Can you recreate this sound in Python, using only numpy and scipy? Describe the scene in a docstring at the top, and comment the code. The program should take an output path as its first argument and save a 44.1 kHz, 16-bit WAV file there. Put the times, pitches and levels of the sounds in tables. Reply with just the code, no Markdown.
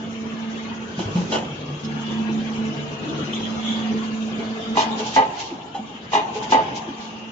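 """An injection moulding machine, close by in a factory hall, opens its mould and ejects plastic spoons.
Its ejector runs twice (out, bounce, back, chatter), leaving the steel ringing; on the first stroke the
spoons tear loose and rattle down. Before that the clamp lets go with thumps and a crunch, and the platen
slides off, groaning and squeaking. Underneath, the hydraulic pump hums and sags in pitch under load,
over the rumble and rush of oil."""
import sys
import numpy as np
from scipy import signal
from scipy.fft import rfft, irfft, next_fast_len
from scipy.io import wavfile
from scipy.ndimage import uniform_filter1d

SR = 44100
rng = np.random.default_rng(int(sys.argv[2]) if len(sys.argv) > 2 else 0)


def master(y):
    """Save y as 16-bit WAV."""
    cut = np.clip(np.atleast_2d(y).T, -1, 1)
    pcm = np.round(cut * 32767)  # scale
    wavfile.write(sys.argv[1], SR, pcm.astype(np.int16))


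N = 322371
T = np.arange(N) / SR
FREQS = np.fft.rfftfreq(N, 1 / SR)
SIDES = np.array([[1], [-1]])  # left, right


def undb(db):
    """Decibels to gain."""
    return 10 ** (np.asarray(db) / 20)

def unit(x):
    """Scale to rms 1."""
    return x / np.sqrt(np.mean(x ** 2))

def over_time(points):
    """Automation curve through (t/s, value) points."""
    return np.interp(T, *np.transpose(points))

def over_hz(points):
    """Curve through (f/Hz, value) points on a log-frequency axis."""
    hz, value = np.transpose(points)
    return np.interp(np.log(FREQS + 1), np.log(hz), value)

def walk(rate):
    """Smooth random modulator of rms 1 that moves at up to about rate Hz."""
    steps = signal.resample_poly(rng.standard_normal(int(2 * rate * N / SR) + 2), 8, 1)
    return unit(np.interp(T, np.linspace(0, T[-1], len(steps)), steps))

def fade(t, t60):
    """Exponential decay, 60 dB down after t60."""
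    return np.exp(-np.log(1000) * t / t60)

def add(out, s, x):
    """Mix x into out from time s."""
    start = int(s * SR)
    part = x[..., :N - start]
    out[..., start:start + part.shape[-1]] += part

def swells(table, steep=2.95):
    """Envelope of rounded bursts, each with its own rise and fall."""
    power = 0
    for s, db, rise, fall in table:
        from_peak = np.abs(T - s) / np.where(T < s, rise, fall)
        power += (undb(db) / (1 + from_peak ** steep)) ** 2
    return np.sqrt(power)

def ring(modes, t, push_s, detune, spot_db=0):
    """Modes rung by a push that builds over push_s, each as strongly as the struck spot allows."""
    out = 0
    for (hz, db, t60, lag), (off, spot) in zip(modes, rng.standard_normal((len(modes), 2))):
        phase = 2 * np.pi * hz * (1 + detune * off) * t + lag * SIDES
        out += undb(db + spot_db * spot) * fade(t, t60) * np.sin(phase)
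    return out * (1 - np.exp(-(t / push_s) ** 2))

def stick_slip(table, rate, chatter_db, octave_db):
    """Bursts of rubbing: a tone and its octave stumble in pitch and strength."""
    drift = np.cumsum(walk(rate)) / SR
    grip = unit(undb(chatter_db * walk(rate / 2)))
    out = 0
    for *burst, hz, jitter in table:
        phase = 2 * np.pi * hz * (T + jitter * drift)
        out += swells([burst]) * (np.sin(phase) + undb(octave_db) * np.sin(2 * phase))
    return np.sqrt(2) * grip * out

# Stereo image of the noise: f/Hz, left-right correlation (clipped to +-0.99 in use)
LIKENESS = [(80, 5.5), (200, 1.05), (500, 0.62), (900, 0.13), (1500, -0.33), (2600, 0), (7000, 0)]
def colour(spectrum, x=None, hollow_db=3.5, hollow_width_hz=45):
    """Stereo noise (or x) shaped to a spectrum, at rms 1; long waves reach both sides alike."""
    mid, side = rfft(rng.standard_normal((2, N)) if x is None else x)
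    alike = np.clip(over_hz(LIKENESS), -.99, .99)
    mid, side = mid * np.sqrt(1 + alike), side * np.sqrt(1 - alike)
    # reflections inside the guards raise narrow peaks among the short waves
    comb = uniform_filter1d(rng.standard_normal((2, len(FREQS))), int(hollow_width_hz * N / SR) + 1)
    db = over_hz(spectrum) + hollow_db * unit(comb) * np.minimum(FREQS / 1000, 1)
    return unit(irfft(np.array([mid + side, mid - side]) * undb(db), N))

def hall(x, wet_db=-13, t60=0.33, dull_hz=3500):
    """Add the diffuse echo of the factory hall, duller than the direct sound."""
    t = T[:SR]
    tail = rng.standard_normal((2, SR)) * fade(t, t60) * (1 - np.exp(-t / 0.0056))
    tail /= np.sqrt(np.sum(tail[0] ** 2))
    tail = signal.sosfilt(signal.butter(1, dull_hz, fs=SR, output="sos"), tail)
    return x + undb(wet_db) * signal.fftconvolve(x, tail, axes=1)[:, :N]

def flicker(x, depth_db=2.5, rate=20, count=16):
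    """The hiss flickers: each frequency band wavers in level on its own."""
    size = next_fast_len(N)
    position = np.interp(np.log(np.fft.rfftfreq(size, 1 / SR) + 1), np.log([400, 7000]), [0, count - 1])
    spectrum = rfft(x, size)
    bands = (irfft(spectrum * np.maximum(1 - np.abs(position - k), 0), size) for k in range(count))
    return sum(band[:, :N] * undb(depth_db * walk(rate)) for band in bands)

def guard_reflections(x, depth_db=3.2, width_hz=100, hold_s=0.14, size=2048):
    """Narrow resonances come and go as the listener drifts among the reflections from the guards."""
    hz, s, bands = signal.stft(x, SR, nperseg=size)
    peaks = rng.standard_normal(bands.shape[1:])
    peaks = uniform_filter1d(peaks, int(width_hz / hz[1]) + 1, axis=0)
    peaks = uniform_filter1d(peaks, int(hold_s / s[1]) + 1, axis=1)
    return signal.istft(bands * undb(depth_db * unit(peaks)), SR, nperseg=size)[1][:, :N]

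# Oil flow, the shared fader of rumble and rush: t/s, level/dB
OIL_FLOW = [(0.0, -46.5), (1.79, -46), (2.16, -43.5), (2.99, -44.5), (3.3, -42.5), (3.97, -43), (4.11, -44),
            (4.76, -44.5), (5.13, -44.5), (5.56, -51), (6.01, -49.5), (6.54, -43), (6.84, -47),
            (7.31, -51.5)]
# The frame shudders as clamp pressure drops and as the platen brakes: peak t/s, level/dB, rise/s, fall/s
SHUDDERS = [(1.2, -31.5, 0.23, 0.31), (3.2, -36, 0.22, .3)]
# Tone of the frame's rumble and of the oil's rush: f/Hz, relative level/dB
RUMBLE_EQ = [(25, -24.5), (50, -14.5), (90, -5), (170, 2), (260, 2), (400, -3), (560, -10.5), (800, -16.5),
             (1200, -26.5), (2500, -56.5)]
RUSH_EQ = [(300, -11.5), (700, 5.5), (1350, 4), (1900, -2), (2500, 0), (3100, 2.5), (3650, -5),
           (4400, -10.5), (5600, -11.5), (6700, -9), (7800, -26)]
def hydraulics(phase, rumble_db=8, rush_db=7, throb_db=1.87, ripple=0.09):
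    """Oil rushes in the pipes, pulsing with the pump; the frame rumbles with the flow."""
    flow_db = over_time(OIL_FLOW)
    shaking = np.hypot(undb(flow_db + rumble_db), swells(SHUDDERS))
    rumble = colour(RUMBLE_EQ) * shaking * undb(throb_db * walk(12))
    rush = guard_reflections(flicker(colour(RUSH_EQ, hollow_db=1.5)))
    return rumble + rush * undb(flow_db + rush_db) * (1 + ripple * np.sin(phase))

# Pitch of the hum, sagging as the motor slows under load: t/s, f/Hz
HUM_PITCH = [(0, 223.5), (1.85, 222.9), (2.3, 219.8), (3.2, 221.9), (3.7, 221.7), (4.15, 220.4),
             (4.7, 222.5), (7.31, 222)]
def pump_phase(wander=0.0044):
    """Phase of the pump's pressure ripple, wavering a little."""
    return 2 * np.pi * np.cumsum(over_time(HUM_PITCH) * (1 + wander * walk(23))) / SR

# Faders of the hum's fundamental and of its octave: t/s, level/dB
HUM_LEVEL = [(0, -34), (.53, -30.5), (1.14, -41), (1.37, -29.5), (1.6, -49), (1.80, -57), (1.84, -31),
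             (2.02, -32.5), (2.2, -26), (2.4, -23), (2.47, -29.5), (2.67, -24.5), (2.88, -46),
             (3.22, -40.5), (3.3, -31.5), (3.96, -23.5), (4.06, -30.5), (4.15, -24), (4.42, -32),
             (4.52, -27.5), (4.64, -43), (4.71, -23.5), (4.83, -46), (4.88, -26), (5.1, -37.5), (5.3, -64),
             (5.6, -49.5), (6.54, -43.5), (6.67, -50.5), (7.0, -39.5), (7.31, -39)]
OCTAVE_LEVEL = [(0, -45.5), (.6, -46.5), (1.6, -51), (2.45, -47.5), (2.82, -37), (3.2, -43.5), (3.6, -51.5),
                (4.2, -46), (4.8, -37), (5.2, -51), (7.31, -55.5)]
# Standing waves pan the fundamental: t/s, left minus right/dB
HUM_PAN = [(0.0, -4), (2.75, -4), (2.91, -24), (3.01, 19), (3.42, -4.5), (6.82, -0.5), (7.31, -4)]
# Upper overtones: multiple of the fundamental, level against the octave/dB
HUM_OVERTONES = [(3, -8), (6, -12)]
def pump(phase, flutter_db=1.7, lag_rad=0.23, waver_rad=0.63):
    """The pump's pressure ripple hums, with fluttering overtones."""
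    stereo_phase = phase + lag_rad * SIDES
    hum_db = over_time(HUM_LEVEL) + SIDES * over_time(HUM_PAN) / 2
    hum = undb(hum_db + flutter_db * walk(24)) * np.sin(stereo_phase)
    octave_db = over_time(OCTAVE_LEVEL)
    for k, db in [(2, 0)] + HUM_OVERTONES:
        gain = undb(octave_db + db + 2 * walk(8))
        hum += gain * np.sin(k * stereo_phase + waver_rad * (k - 1) * walk(16))
    return np.sqrt(2) * hum

# Whine of the drive: f/Hz, level/dB
WHINES = [(3905, -74.5)]
def drive():
    """The drive holds a thin, faintly wavering whine."""
    whine = 0
    for hz, db in WHINES:
        whine += undb(db + 1.3 * walk(8.6)) * np.sin(2 * np.pi * hz * T + 0.8 * walk(7.6) + SIDES)
    return np.sqrt(2) * whine

# Partials of the groan: multiple of its pitch, relative level/dB
GROAN_PARTIALS = [(1, -1), (2.2, -12.5)]
# Rough spots on the slideways: peak t/s, level/dB, rise/s, fall/s, f/Hz, jitter/share of f
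SCRAPES = [(2.38, -31, 0.033, .035, 275, .2), (2.73, -34.5, 0.029, .035, 322, .04),
           (3.09, -30, 0.046, 0.069, 314, .06), (3.30, -34.5, .03, 0.07, 358, .08),
           (3.93, -36.5, 0.04, 0.037, 440, .06)]
def platen(groan_hz=146, groan_db=-37, wander=0.0136, judder_db=3):
    """The heavy platen speeds up, slides and brakes, groaning unevenly and grinding here and there."""
    start_s, stop_s, speed_up_s, brake_s = 1.32, 3.46, 0.35, 0.24
    speed = np.clip(np.minimum((T - start_s) / speed_up_s, (stop_s - T) / brake_s), 0, 1)
    phase = 2 * np.pi * np.cumsum(groan_hz * (1 + wander * walk(12))) / SR
    groan = sum(undb(db + judder_db * walk(12)) * np.sin(k * phase) for k, db in GROAN_PARTIALS)
    grind = stick_slip(SCRAPES, rate=120, chatter_db=2.5, octave_db=-17.5)
    return np.sqrt(2) * undb(groan_db) * speed * groan + grind

# Squeaks of the sliding parts: peak t/s, level/dB, rise/s, fall/s, f/Hz, jitter/share of f
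SQUEAKS = [(2.1, -41.5, .06, 0.07, 3400, .05), (2.06, -41.5, .08, .1, 2900, .012),
           (3.355, -32.5, .025, 0.03, 3410, .055), (3.452, -32, .028, 0.027, 3250, .05),
           (3.685, -30, .05, .11, 3390, 0.055), (3.4, -49, .25, 0.28, 4020, 0.006),
           (4.65, -41.5, .069, 0.09, 3570, .012), (4.925, -35, 0.013, .019, 3650, 0.051),
           (7.25, -44, 0.18, 0.14, 2813, 0.059)]
def tie_bars():
    """Metal rubs and sings on the tie bars; each side hears its own reflection of it."""
    return np.array([stick_slip(SQUEAKS, rate=600, chatter_db=3, octave_db=-18.5) for _ in range(2)])

# Cue of each ejector cycle, where the plate hits the front stop: t/s
EJECTIONS = [4.770, 6.133]
def each_cycle(table):
    """Repeat a table's rows at every ejection, timed from its cue."""
    return [(cue + s, *rest) for cue in EJECTIONS for s, *rest in table]

# Spurts as the clamp releases: peak t/s, level/dB, rise/s, fall/s
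CLAMP_SPURTS = [(1.01, -39, 0.035, 0.042), (1.18, -40, 0.058, 0.087), (1.34, -32.5, 0.037, 0.024)]
# Spurts of the ejector's valve: peak t/s from the cue, level/dB, rise/s, fall/s
VALVE_SPURTS = [(.01, -29, 0.016, 0.029), (.228, -37.5, 0.022, 0.033), (.305, -34.5, 0.015, 0.015),
                (.386, -26.5, .014, .026), (.638, -32.5, .016, 0.018)]
# Bright hiss of a spurt: f/Hz, relative level/dB
SPURT_EQ = [(1000, -29), (2200, -0.5), (3200, 1.5), (4200, -2), (5500, -0.5), (6500, 1), (7800, -13.5)]
def valves():
    """Oil spurts through the valves in short hisses."""
    return swells(CLAMP_SPURTS + each_cycle(VALVE_SPURTS)) * colour(SPURT_EQ)

# One-off thumps, knocks and pings in the frame: t/s, level/dB, f/Hz, t60/s
FRAME_KNOCKS = [(.980, -19, 185, 0.21), (0.998, -18, 338, 0.1), (1.052, -22.5, 104.5, 0.22),
                (1.152, -11.5, 179, 0.33), (1.168, -24, 840, 0.11), (1.322, -18.5, 450, 0.11),
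                (1.845, -31.5, 5210, 0.074), (2.289, -17.5, 335, 0.091), (3.332, -4, 3140, 0.019),
                (4.384, -14.5, 224, 0.088), (4.386, -24.5, 405.2, .2), (5.745, -19, 799, 0.15),
                (5.775, -24, 763, 0.14), (5.790, -23.5, 218.5, 0.21), (5.948, -25, 227.4, 0.071)]
# The valve knocks shut after either stroke: t/s from the cue, level/dB, f/Hz, t60/s
VALVE_KNOCKS = [(.219, -21, 432, 0.23), (.225, -25, 840, 0.13), (.285, -24, 861, .25),
                (.740, -24, 349, 0.1), (.75, -23.5, 272.2, 0.16)]
def knocks(push_s=0.0044, partner_ratio=1.13, partner_db=-9, max_lag_rad=0.22):
    """A soft push rings a close pair of damped modes in the frame or the pipes."""
    out, t = np.zeros((2, N)), T[:SR // 2]
    for s, db, hz, t60 in FRAME_KNOCKS + each_cycle(VALVE_KNOCKS):
        lag = max_lag_rad * min(hz / 1000, 1)
        pair = [(hz, 0, t60, lag), (hz * partner_ratio, partner_db, t60, lag)]
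        add(out, s, undb(db) * ring(pair, t, push_s, detune=0.0022))
    return out

# The clamp lets go, the mould cracks apart and the ejector strains: t/s, level/dB, t60/s
CRUNCHES = [(0.984, -28, 0.49), (1.15, -30, 0.54), (1.316, -17, 0.19), (1.345, -23.5, 0.42),
            (4.386, -33, 0.56), (4.988, -27.5, 0.36), (5.742, -31, 0.28)]
# Tone of the crunch: f/Hz, relative level/dB
CRUNCH_EQ = [(80, -16), (200, 5.5), (500, 9), (850, 12), (1300, -2.5), (2000, -6.5), (3000, -6.5),
             (4200, -12), (7500, -17.5)]
# Clink of the mould halves: f/Hz, relative level/dB, t60/s, stereo phase/+-rad
MOULD_MODES = [(1475, -3, .2, .9), (2740, -6, .2, .59), (2880, -4, .3, .5), (2985, -3, .22, .5),
               (3080, 0, .17, .6), (3270, 3, .13, .6), (3880, -8, .12, .47), (4040, -1, .12, .3),
               (5130, -9, .17, .9), (6395, -12, .25, 1.2)]
def clamp(grit_db=3, rise_s=0.008, clink_db=-7.5):
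    """Strained steel and plastic let go in a dense run of tiny slips, and the mould halves clink."""
    envelope, clinks, t = np.zeros(N), np.zeros((2, N)), T[:SR // 2]
    for s, db, t60 in CRUNCHES:
        add(envelope, s, undb(db) * (1 - np.exp(-t / rise_s)) * fade(t, t60))
        add(clinks, s, undb(db + clink_db) * ring(MOULD_MODES, t, rise_s, detune=0.0037))
    slips = rng.standard_normal((2, N)) * undb(grit_db * walk(300))
    return clinks + envelope * colour(CRUNCH_EQ, slips, hollow_db=4)

# Plastic crackles loose and tumbles: peak t/s, level/dB, rise/s, fall/s
RATTLES = [(1.85, -38, 0.013, 0.013), (4.805, -25.5, 0.024, 0.033), (5.0, -32, 0.019, 0.013),
           (5.07, -33.5, 0.032, 0.11), (5.42, -36, 0.057, 0.077), (7.03, -42, 0.038, 0.053)]
# Brittle tone of the plastic: f/Hz, relative level/dB
RATTLE_EQ = [(800, -9.5), (2000, -8.5), (3000, 8.5), (4200, 5), (5500, 3), (6500, 1), (7800, -12)]
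def spoons(ticks_per_s=5000):
    """Light plastic parts tick against each other and the chute."""
    ticks = (rng.random((2, N)) < ticks_per_s / SR) * rng.standard_normal((2, N))
    return swells(RATTLES) * colour(RATTLE_EQ, ticks)

# Body of the plate on its front and back stops: f/Hz, relative level/dB, t60/s, stereo phase/+-rad
FRONT_MODES = [(270, -14, .12, .05), (419.5, -14.5, 0.16, .25), (658, -8, 0.14, 0.34), (838, -3, .1, .65),
               (886, 0, .09, .6), (950, 8, .038, .65), (1025, 0, .05, 1.05), (1224, -16, 0.086, 0.95),
               (1790, -18, 0.091, 1.2), (2484, -18.5, 0.11, 0.48), (2855, -13, 0.084, 0.56),
               (3050, -18.5, .08, .5), (3770, -17.5, .11, .7)]
BACK_MODES = [(268.3, -10, 0.11, 0.06), (433, -12.5, 0.16, .25), (521, -7, 0.11, 0.47),
              (650, -6.5, 0.11, 0.3), (806, -3, 0.099, 0.36), (864, -7, .11, .6), (881, 3.5, .115, .62),
              (1030, -4, .08, 1.15), (1248, -9, 0.091, 0.94), (1590, -13, .06, 1.1),
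              (1880, -19, 0.08, 0.63), (2260, -22, .08, 0.68), (2890, -15.5, 0.085, 0.46),
              (3080, -19.5, .12, 0.4)]
# The pins touch, the plate hits the front stop and bounces: t/s, blow level/dB, crack level/dB
FRONT_BLOWS = [(4.753, -25, -29), (4.7703, -7, -22), (4.7897, -11, -24), (4.8068, -19, -24),
               (4.8283, -23, -26), (6.119, -28, -28), (6.132, -10, -19.5), (6.1512, -8, -21),
               (6.1727, -16, -26), (6.1930, -18, -29)]
# The plate slams into the back stop and chatters: t/s, blow level/dB, crack level/dB
BACK_BLOWS = [(5.161, -10, -17.5), (5.1758, -9.5, -23), (5.1871, -12.5, -28), (5.2178, -15.5, -27),
              (6.521, -9, -17), (6.5426, -9, -22), (6.5676, -16.5, -29), (6.5869, -16, -31)]
# Attack (contact noise) and tail (crowded modes of the steel frame): f/Hz, relative level/dB
CRACK_EQ = [(50, -23), (130, -4), (250, 4.5), (600, 6.5), (1000, 3), (1500, 0), (2100, -2), (2900, -1.5),
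            (4000, -7.5), (5000, -19.5), (7500, -37.5)]
STEEL_EQ = [(150, -39), (280, -10), (370, -11), (420, -4.5), (470, -17.5), (740, -5), (830, -1), (875, 8.5),
            (930, -5), (1060, -6.5), (1300, -47), (2400, -41), (2900, -15.5), (4000, -58.5)]
def ejector(steel_db=-20.5, steel_t60=1.77, crack_t60=0.19, push_s=0.0026):
    """Each contact cracks and rings the plate; the heavy frame behind it rings on."""
    plate, t = np.zeros((2, N)), T[:SR]
    crack_power, steel_power = np.zeros(N), np.zeros(N)
    attack = 1 - np.exp(-t / push_s)
    for modes, blows in (FRONT_MODES, FRONT_BLOWS), (BACK_MODES, BACK_BLOWS):
        for s, blow_db, crack_db in blows:
            add(plate, s, undb(blow_db) * ring(modes, t[:SR // 4], push_s, detune=0.0025, spot_db=2.5))
            add(steel_power, s, (undb(blow_db + steel_db) * attack * fade(t, steel_t60)) ** 2)
            add(crack_power, s, (undb(crack_db) * attack * fade(t, crack_t60)) ** 2)
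    crack = np.sqrt(crack_power) * colour(CRACK_EQ, hollow_db=5, hollow_width_hz=70)
    steel = np.sqrt(steel_power) * colour(STEEL_EQ)
    return plate + crack + steel

# Balance of the bed, its treble leaning left: f/Hz, left minus right/dB
BED_PAN = [(80, 0), (180, 1), (600, -0.5), (2500, 4.5), (7000, 5.5)]
def scene():
    """A dry bed of running machinery under the events of one opening stroke, which echo in the hall."""
    phase = pump_phase()
    bed = pump(phase) + drive() + platen() + hydraulics(phase)
    bed = irfft(rfft(bed) * undb(SIDES * over_hz(BED_PAN) / 2), N)
    return bed + hall(valves() + ejector() + knocks() + clamp() + spoons() + tie_bars())

def record(dry, ceiling=0.9, low_cut_hz=35, high_cut_hz=7550):
    """Round the highest peaks, then cut the deep bass and the top."""
    rounded = ceiling * np.tanh(dry / ceiling)
    trimmed = signal.sosfilt(signal.butter(2, low_cut_hz, "highpass", fs=SR, output="sos"), rounded)
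    return signal.sosfilt(signal.ellip(10, .2, 80, high_cut_hz, fs=SR, output="sos"), trimmed)


dry = scene()
out = record(dry)
master(out)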